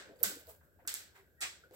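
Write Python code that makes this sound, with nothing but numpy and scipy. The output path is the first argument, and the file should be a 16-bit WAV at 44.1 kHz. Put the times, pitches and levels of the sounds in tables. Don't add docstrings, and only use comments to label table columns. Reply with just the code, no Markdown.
import sys
import numpy as np
from scipy import signal
from scipy.fft import rfft, irfft, next_fast_len
from scipy.io import wavfile
from scipy.ndimage import uniform_filter1d

SR = 44100
rng = np.random.default_rng(int(sys.argv[2]) if len(sys.argv) > 2 else 0)


def voltage_ratio(decibels):
    exponent = np.asarray(decibels, float) / 20
    return 10 ** exponent


def persist_wave(psi):
    counts = np.round(np.clip(psi, -1, 1) * 32767).astype(np.int16)
    wavfile.write(sys.argv[1], SR, np.atleast_2d(counts).T)


N = 77175

# f/Hz, density/dB
HISS_SPECTRUM = [(15, -51.5), (30, -32), (70, -7.5), (150, -18), (600, -19.5), (850, -36.5), (2500, -41),
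                 (16000, -48.5)]
# f/Hz, width/Hz, level/dB
FRIDGE_BANDS = [
    (76.9, 30, -80),
    (1560, 150, -78.5),
    (13180, 2500, -81),
]
# f/Hz, correlation/1
LIKENESS = [(60, .6), (200, 0.52), (700, 0.94), (1500, 0.17), (5000, 0.1), (16000, .1)]
# f/Hz, gain/dB
PORT_COLOUR = [(6500, -3.5), (7800, 5.5), (9300, -5.5), (11000, -2), (13300, 0.5), (15500, 1)]
# f/Hz, gain to the left/dB
LEFT_GAIN = [(60, 1.5), (300, 1), (700, 0), (3000, 0.5), (8000, -1.1)]
# f/Hz, density/dB
TAIL_SPECTRUM = [(120, -69), (300, -18), (1100, -19.5), (1520, -5), (2800, -9), (3800, -4.5), (6000, -6.5),
                 (16500, -17)]
# f/Hz, t60/s
ROOM_T60 = [(300, 0.79), (1500, 0.5), (4000, 0.39), (8000, 0.32), (14000, 0.3)]
# delay/s, peak over tail/dB
WALL_ECHOES = [
    (.0073, 8),
    (.0143, 4),
]
# t of top/s, swell/s, fall/s, level/dB, brightness tilt/(dB/octave), shine/dB
FINGER_SLIDES = [
    (.4, .1, .07, -62, 4, 6),
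    (.497, .04, .08, -55, 0, 5),
    (.2, .04, .05, -74, 1.5, 0),
    (1.165, .04, .09, -64, -7, 0),
    (1.75, .03, .05, -61, -2, 0),
    (1.19, .03, .05, -75, 3, 8),
    (1.145, .015, .02, -76, 3, 8),
    (.5, .05, .08, -64, -10, 0),
    (.645, .03, .05, -80, 3, 8),
    (1.742, .015, .02, -65, -10, 0),
]
# t/s, level/dB, f/Hz, t60/s, rise/s
BOX_GRIPS = [(.0, -55.5, 520, 0.98, 0.072), (.09, -58, 503, 0.55, 0.0023), (.207, -49.5, 435, 0.34, 0.0023),
             (0.233, -54.5, 564, 0.83, 0.0037), (.234, -46, 1460, 0.33, 0.0073),
             (0.051, -63, 208, 0.67, 0.023), (0.289, -52, 294, 0.31, 0.0071),
             (0.352, -58, 488, 0.25, 0.005), (.478, -61, 600, 0.33, 0.0034), (.79, -71, 1900, .3, .003),
             (.608, -68, 1420, 0.5, .003), (0.788, -67, 850, .25, .003), (1.15, -63, 1950, .35, .01),
             (-.01, -56, 1600, .4, .003), (0.85, -61.5, 1500, 0.16, 0.0018), (1.189, -70, 389, 0.29, 0.021),
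             (1.415, -51, 780, 0.19, 0.013), (1.42, -38, 2200, 0.24, 0.013), (1.636, -69, 484, 0.4, 0.0035),
             (1.712, -61, 475, 0.56, .004)]
# t/s, level/dB, f/Hz, t60/s, rise/s
PANEL_TONES = [
    (1.412, -53.5, 1200, 0.32, 0.0094),
    (1.412, -53, 2080, 0.13, 0.0074),
    (1.41, -43, 2410, 0.22, 0.011),
    (1.412, -40.5, 3400, 0.24, 0.017),
    (.235, -45, 2050, 0.19, 0.0037),
    (.235, -48, 1500, 0.48, 0.005),
    (.878, -60, 1230, 0.3, 0.0066),
    (1.155, -67, 1900, 0.33, .005),
    (1.6375, -59.5, 1457, 0.15, .001),
]
# t/s, peak/dB, f/Hz, length/s
SMALL_TICKS = [(.160, -70, 4700, .0012), (.160, -69, 7700, .001), (.191, -67, 4700, .0012),
               (.191, -68, 7500, .001), (.215, -68, 4600, .0012), (.2372, -27, 11300, .0002),
               (.2361, -31, 7300, .0003), (.4705, -53, 4500, .0003), (.5097, -55, 13200, .0003),
               (.8826, -24, 7600, .00015), (.8838, -36, 5000, .0003), (.8928, -31, 7600, .0003),
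               (.9412, -30, 11800, .0002), (.9494, -31, 7400, .0003), (1.4071, -40, 11000, .0002),
               (1.4100, -41, 11000, .0002), (1.4149, -30, 7600, .0003), (1.4181, -36, 7600, .0004),
               (1.4210, -35, 7600, .0005), (1.4227, -33, 4000, .0002), (1.4305, -35, 7600, .0003),
               (1.4356, -34, 6000, .0002), (1.7110, -52, 520, .0006), (1.7110, -58, 1800, .0004),
               (1.7110, -66, 4200, .0003), (1.7110, -66, 7500, .0003), (1.6385, -56, 1450, .0012),
               (.8525, -59, 1500, .0008)]
# t/s, peak/dB, f/Hz, length/s
BOX_BUMPS = [(.075, -60, 535, .015), (.103, -57, 415, .012), (.115, -61, 665, .015), (.16, -61, 505, .008),
             (.222, -56, 400, .008), (.242, -51, 525, .007), (.241, -54, 690, .006), (.277, -49, 200, .012),
             (.25, -56, 86, .015), (.305, -56, 395, .01), (.368, -55, 285, .008), (.37, -54, 480, .008),
             (.49, -54, 640, .01), (.488, -57, 480, .008), (.52, -63, 430, .02), (.8, -64, 710, .008),
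             (.827, -62, 520, .006), (.855, -62, 320, .006), (.855, -64, 700, .005), (1.01, -66, 400, .006),
             (1.21, -65, 390, .02), (1.165, -64, 1590, .008), (1.432, -54, 786, .012),
             (1.47, -58, 1110, .015), (1.425, -55, 1340, .012), (1.44, -49, 1870, .025),
             (1.73, -59, 510, .012), (1.725, -63, 340, .012), (1.67, -65, 500, .006),
             (.89, -55, 1530, .012), (.105, -62, 300, .015), (.49, -60, 78, .02), (.6, -66, 80, .02),
             (.77, -65, 82, .02), (.65, -70, 150, .015)]
# f/Hz, gain/dB
NAIL_SPECTRUM = [(300, -21), (1000, -8), (1600, -0.5), (2800, -33), (4500, -4.5), (8000, 5.5), (10000, 1),
                 (16000, -19.5)]
# t/s, direct/dB, port ring/dB, room/dB, brightness tilt/(dB/octave)
NAIL_CLICKS = [(.2310, -22, -9.5, -36, 2.5), (.2352, -22, -5.5, -34.5, 2), (.2370, -34, -19, -50, 6),
               (.2422, -39.5, -25, -76, 3), (.4706, -66, -44, -71, 4.5), (0.8491, -66, -80, -72, -11),
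               (0.8668, -57, -50, -75, 4), (.8755, -25.5, -25, -37, 0.5), (.8774, -24.5, -24, -50, 2),
               (.9412, -23, -25, -42, 2), (1.0063, -48, -55, -63.5, -4), (1.0370, -55.5, -48, -80, -4),
               (1.4071, -38, -42, -43, -0.5), (1.4100, -38, -44, -43, -1), (1.7110, -60, -65, -72, -4)]
# t/s, level/dB, rise/s, brightness tilt/(dB/octave), shine/dB
FAR_SCUFFS = [
    (-.03, -46.5, 0.0041, -4, -4),
    (0.16, -74, 0.0021, 12, -5),
    (0.188, -57, 0.013, -5.5, 21.5),
    (.24, -35.5, 0.016, 6.5, 1.5),
    (0.479, -68.5, 0.014, 2, 8),
    (.63, -76, 0.0054, 5, 6.5),
    (1.15, -65, 0.0052, -4, 10.5),
    (1.412, -37.5, 0.0059, 2, -15.5),
    (1.734, -58.5, 0.0065, 10.5, 15.5),
]

TOP_HZ = 15850
LAG_S = np.array([[.00018], [0]])
LEFT_RIGHT = np.array([[1], [-1]])


def unit(x):
    return x / np.sqrt(np.mean(x ** 2) + 1e-20)


def along(points, hz):
    f, v = np.transpose(points)
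    return np.interp(np.log(hz + 1), np.log(f + 1), v)


def tilt(hz, db_per_octave):
    return voltage_ratio(db_per_octave * np.log2(np.clip(hz, 300, None) / 4000))


def shine(hz, db):
    return voltage_ratio(db * np.clip(hz / 4000 - 2, 0, 1))


def filtered(x, response):
    m = next_fast_len(x.shape[-1] + 2048)
    spectrum = rfft(x, m) * response(np.fft.rfftfreq(m, 1 / SR))
    return irfft(spectrum, m)[..., :x.shape[-1]]


def flicker(size, count):
    return unit(uniform_filter1d(rng.standard_normal(count), size=size))


def decay(db, t60_s, rise_s, t):
    return voltage_ratio(db - 60 * t / np.clip(t60_s, .05, .55)) * (1 - np.exp(-t / rise_s))


def noise(gain, size):
    def mid_side_gain(hz):
        turn = np.arccos(np.clip(along(LIKENESS, hz), -1, 1)) / 2
        colour = gain(hz) * voltage_ratio(along(PORT_COLOUR, hz)) * (hz < TOP_HZ)
        return colour * np.array([np.cos(turn), np.sin(turn)])

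    mid, side = filtered(rng.standard_normal((2, size)), mid_side_gain)
    left = np.roll(mid + side, round(LAG_S[0, 0] * SR))
    return unit(np.array([left, mid - side]))


def add(out, x, s):
    i = round(s * SR)
    x = x[:, max(-i, 0):N - i]
    out[:, max(i, 0):max(i, 0) + x.shape[1]] += x


def kitchen():
    out = voltage_ratio(-70.5) * noise(lambda f: voltage_ratio(along(HISS_SPECTRUM, f)), size=N)
    for hz, width_hz, db in FRIDGE_BANDS:
        out += voltage_ratio(db) * noise(lambda f: np.exp(-((f - hz) / width_hz) ** 2), size=N)
    return out


def room_tail(tilt_db, rise_s, shine_db=0):
    x = noise(lambda hz: voltage_ratio(along(TAIL_SPECTRUM, hz)) * tilt(hz, tilt_db) * shine(hz, shine_db),
              size=SR * 3 // 4)
    hz, frame_s, z = signal.stft(x, SR, nperseg=256)
    fade = voltage_ratio(-60 * frame_s / along(ROOM_T60, hz)[:, None])
    x = signal.istft(z * fade, SR, nperseg=256)[1]
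    t = np.arange(x.shape[1]) / SR
    clump_db, clump_s = 3, .06
    clumps_db = clump_db * np.exp(-t / clump_s) * flicker(size=30, count=len(t))
    return filtered(x * voltage_ratio(clumps_db) * (1 - np.exp(-t / rise_s)), lambda hz: hz < TOP_HZ)


def far_scuffs():
    out = np.zeros((2, N))
    for s, db, rise_s, tilt_db, shine_db in FAR_SCUFFS:
        add(out, voltage_ratio(db) * room_tail(tilt_db, rise_s, shine_db), s)
    return out


def finger_slides():
    out, t = np.zeros((2, N)), np.arange(-SR // 4, SR // 4) / SR
    edge_db, grain_db = -18, 1.5
    for top_s, rise_s, fall_s, db, tilt_db, shine_db in FINGER_SLIDES:
        swell_db = edge_db * np.where(t < 0, -t / rise_s, t / fall_s)
        swell_db += grain_db * flicker(size=90, count=len(t))
        rustle = noise(lambda hz: tilt(hz, tilt_db) * shine(hz, shine_db) * (hz > 700), size=len(t))
        add(out, voltage_ratio(db + swell_db) * rustle, top_s + t[0])
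    return filtered(out, lambda hz: hz < TOP_HZ)


def cupboard_panels():
    out, t = np.zeros((2, N)), np.arange(SR // 2) / SR
    wander_rad = .9
    for s, db, hz, t60_s, rise_s in PANEL_TONES:
        drift = unit(uniform_filter1d(rng.standard_normal((2, len(t))), size=600, axis=1))
        phase = 2 * np.pi * hz * (t - LAG_S) + wander_rad * (drift[0] + drift / 3)
        add(out, decay(db, t60_s, rise_s, t) * np.sqrt(2) * np.sin(phase), s)
    return out


def box_grips():
    out, t = np.zeros((2, N)), np.arange(SR // 2) / SR
    width_over_pitch, uneven_db = .28, 3
    for s, db, hz, t60_s, rise_s in BOX_GRIPS:
        body = noise(lambda f: 1 / (1 + ((f - hz) / (width_over_pitch * hz)) ** 2), size=len(t))
        level_db = db + uneven_db * flicker(size=500, count=len(t))
        add(out, decay(level_db, t60_s, rise_s, t) * body, s)
    return out


def ticks_and_bumps():
    out, t = np.zeros((2, N)), np.arange(-SR // 10, SR // 10) / SR
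    late = t - LAG_S
    for s, db, hz, length_s in [*SMALL_TICKS, *BOX_BUMPS]:
        bell = np.exp(-(late / length_s) ** 2 / 2)
        burst = bell * np.cos(2 * np.pi * hz * late + rng.uniform(0, 2 * np.pi))
        left_db = -1.5 * (hz > 3000)
        add(out, voltage_ratio(db + left_db * LEFT_RIGHT) * burst, s + t[0])
    return out


def nail_clicks():
    out = np.zeros((2, N))
    t = np.arange(-64, 192) / SR - LAG_S
    direct_gain_db = np.array([[4], [7]])
    ring_hz, ring_gain_db, ring_s = np.array([[12000], [13200]]), np.array([[-14], [0]]), .00022
    ring = np.exp(-(t / ring_s) ** 2 / 2) * np.sin(2 * np.pi * ring_hz * t) * voltage_ratio(ring_gain_db)
    fill_s, wall_top_hz = .0047, 9500
    for s, direct_db, ring_db, room_db, tilt_db in NAIL_CLICKS:
        start_s = s + t[1, 0]
        impulse = np.sinc(t * SR) * rng.choice([-1, 1])
        tick = filtered(impulse, lambda hz: voltage_ratio(along(NAIL_SPECTRUM, hz)) * tilt(hz, tilt_db)
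                        * (hz < TOP_HZ + 900))
        tick = tick / np.abs(tick).max(axis=1, keepdims=True) * voltage_ratio(direct_gain_db)
        add(out, voltage_ratio(direct_db) * tick + voltage_ratio(ring_db) * ring, start_s)
        add(out, voltage_ratio(room_db) * room_tail(tilt_db, fill_s), s)
        echo = filtered(tick, lambda hz: 1 / (1 + (hz / wall_top_hz) ** 8))
        for delay_s, db in WALL_ECHOES:
            add(out, voltage_ratio(room_db + db) * echo, start_s + delay_s)
    return out


def scene():
    background = kitchen() + far_scuffs()
    hands = finger_slides() + cupboard_panels() + box_grips() + ticks_and_bumps()
    return background + hands + nail_clicks()


def roll_off(x):
    return signal.sosfilt(signal.butter(12, 16790, fs=SR, output="sos"), x)


def record(dry):
    mix = filtered(dry, lambda hz: voltage_ratio(along(LEFT_GAIN, hz) * LEFT_RIGHT))
    return roll_off(mix)


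dry = scene()
out = record(dry)
persist_wave(out)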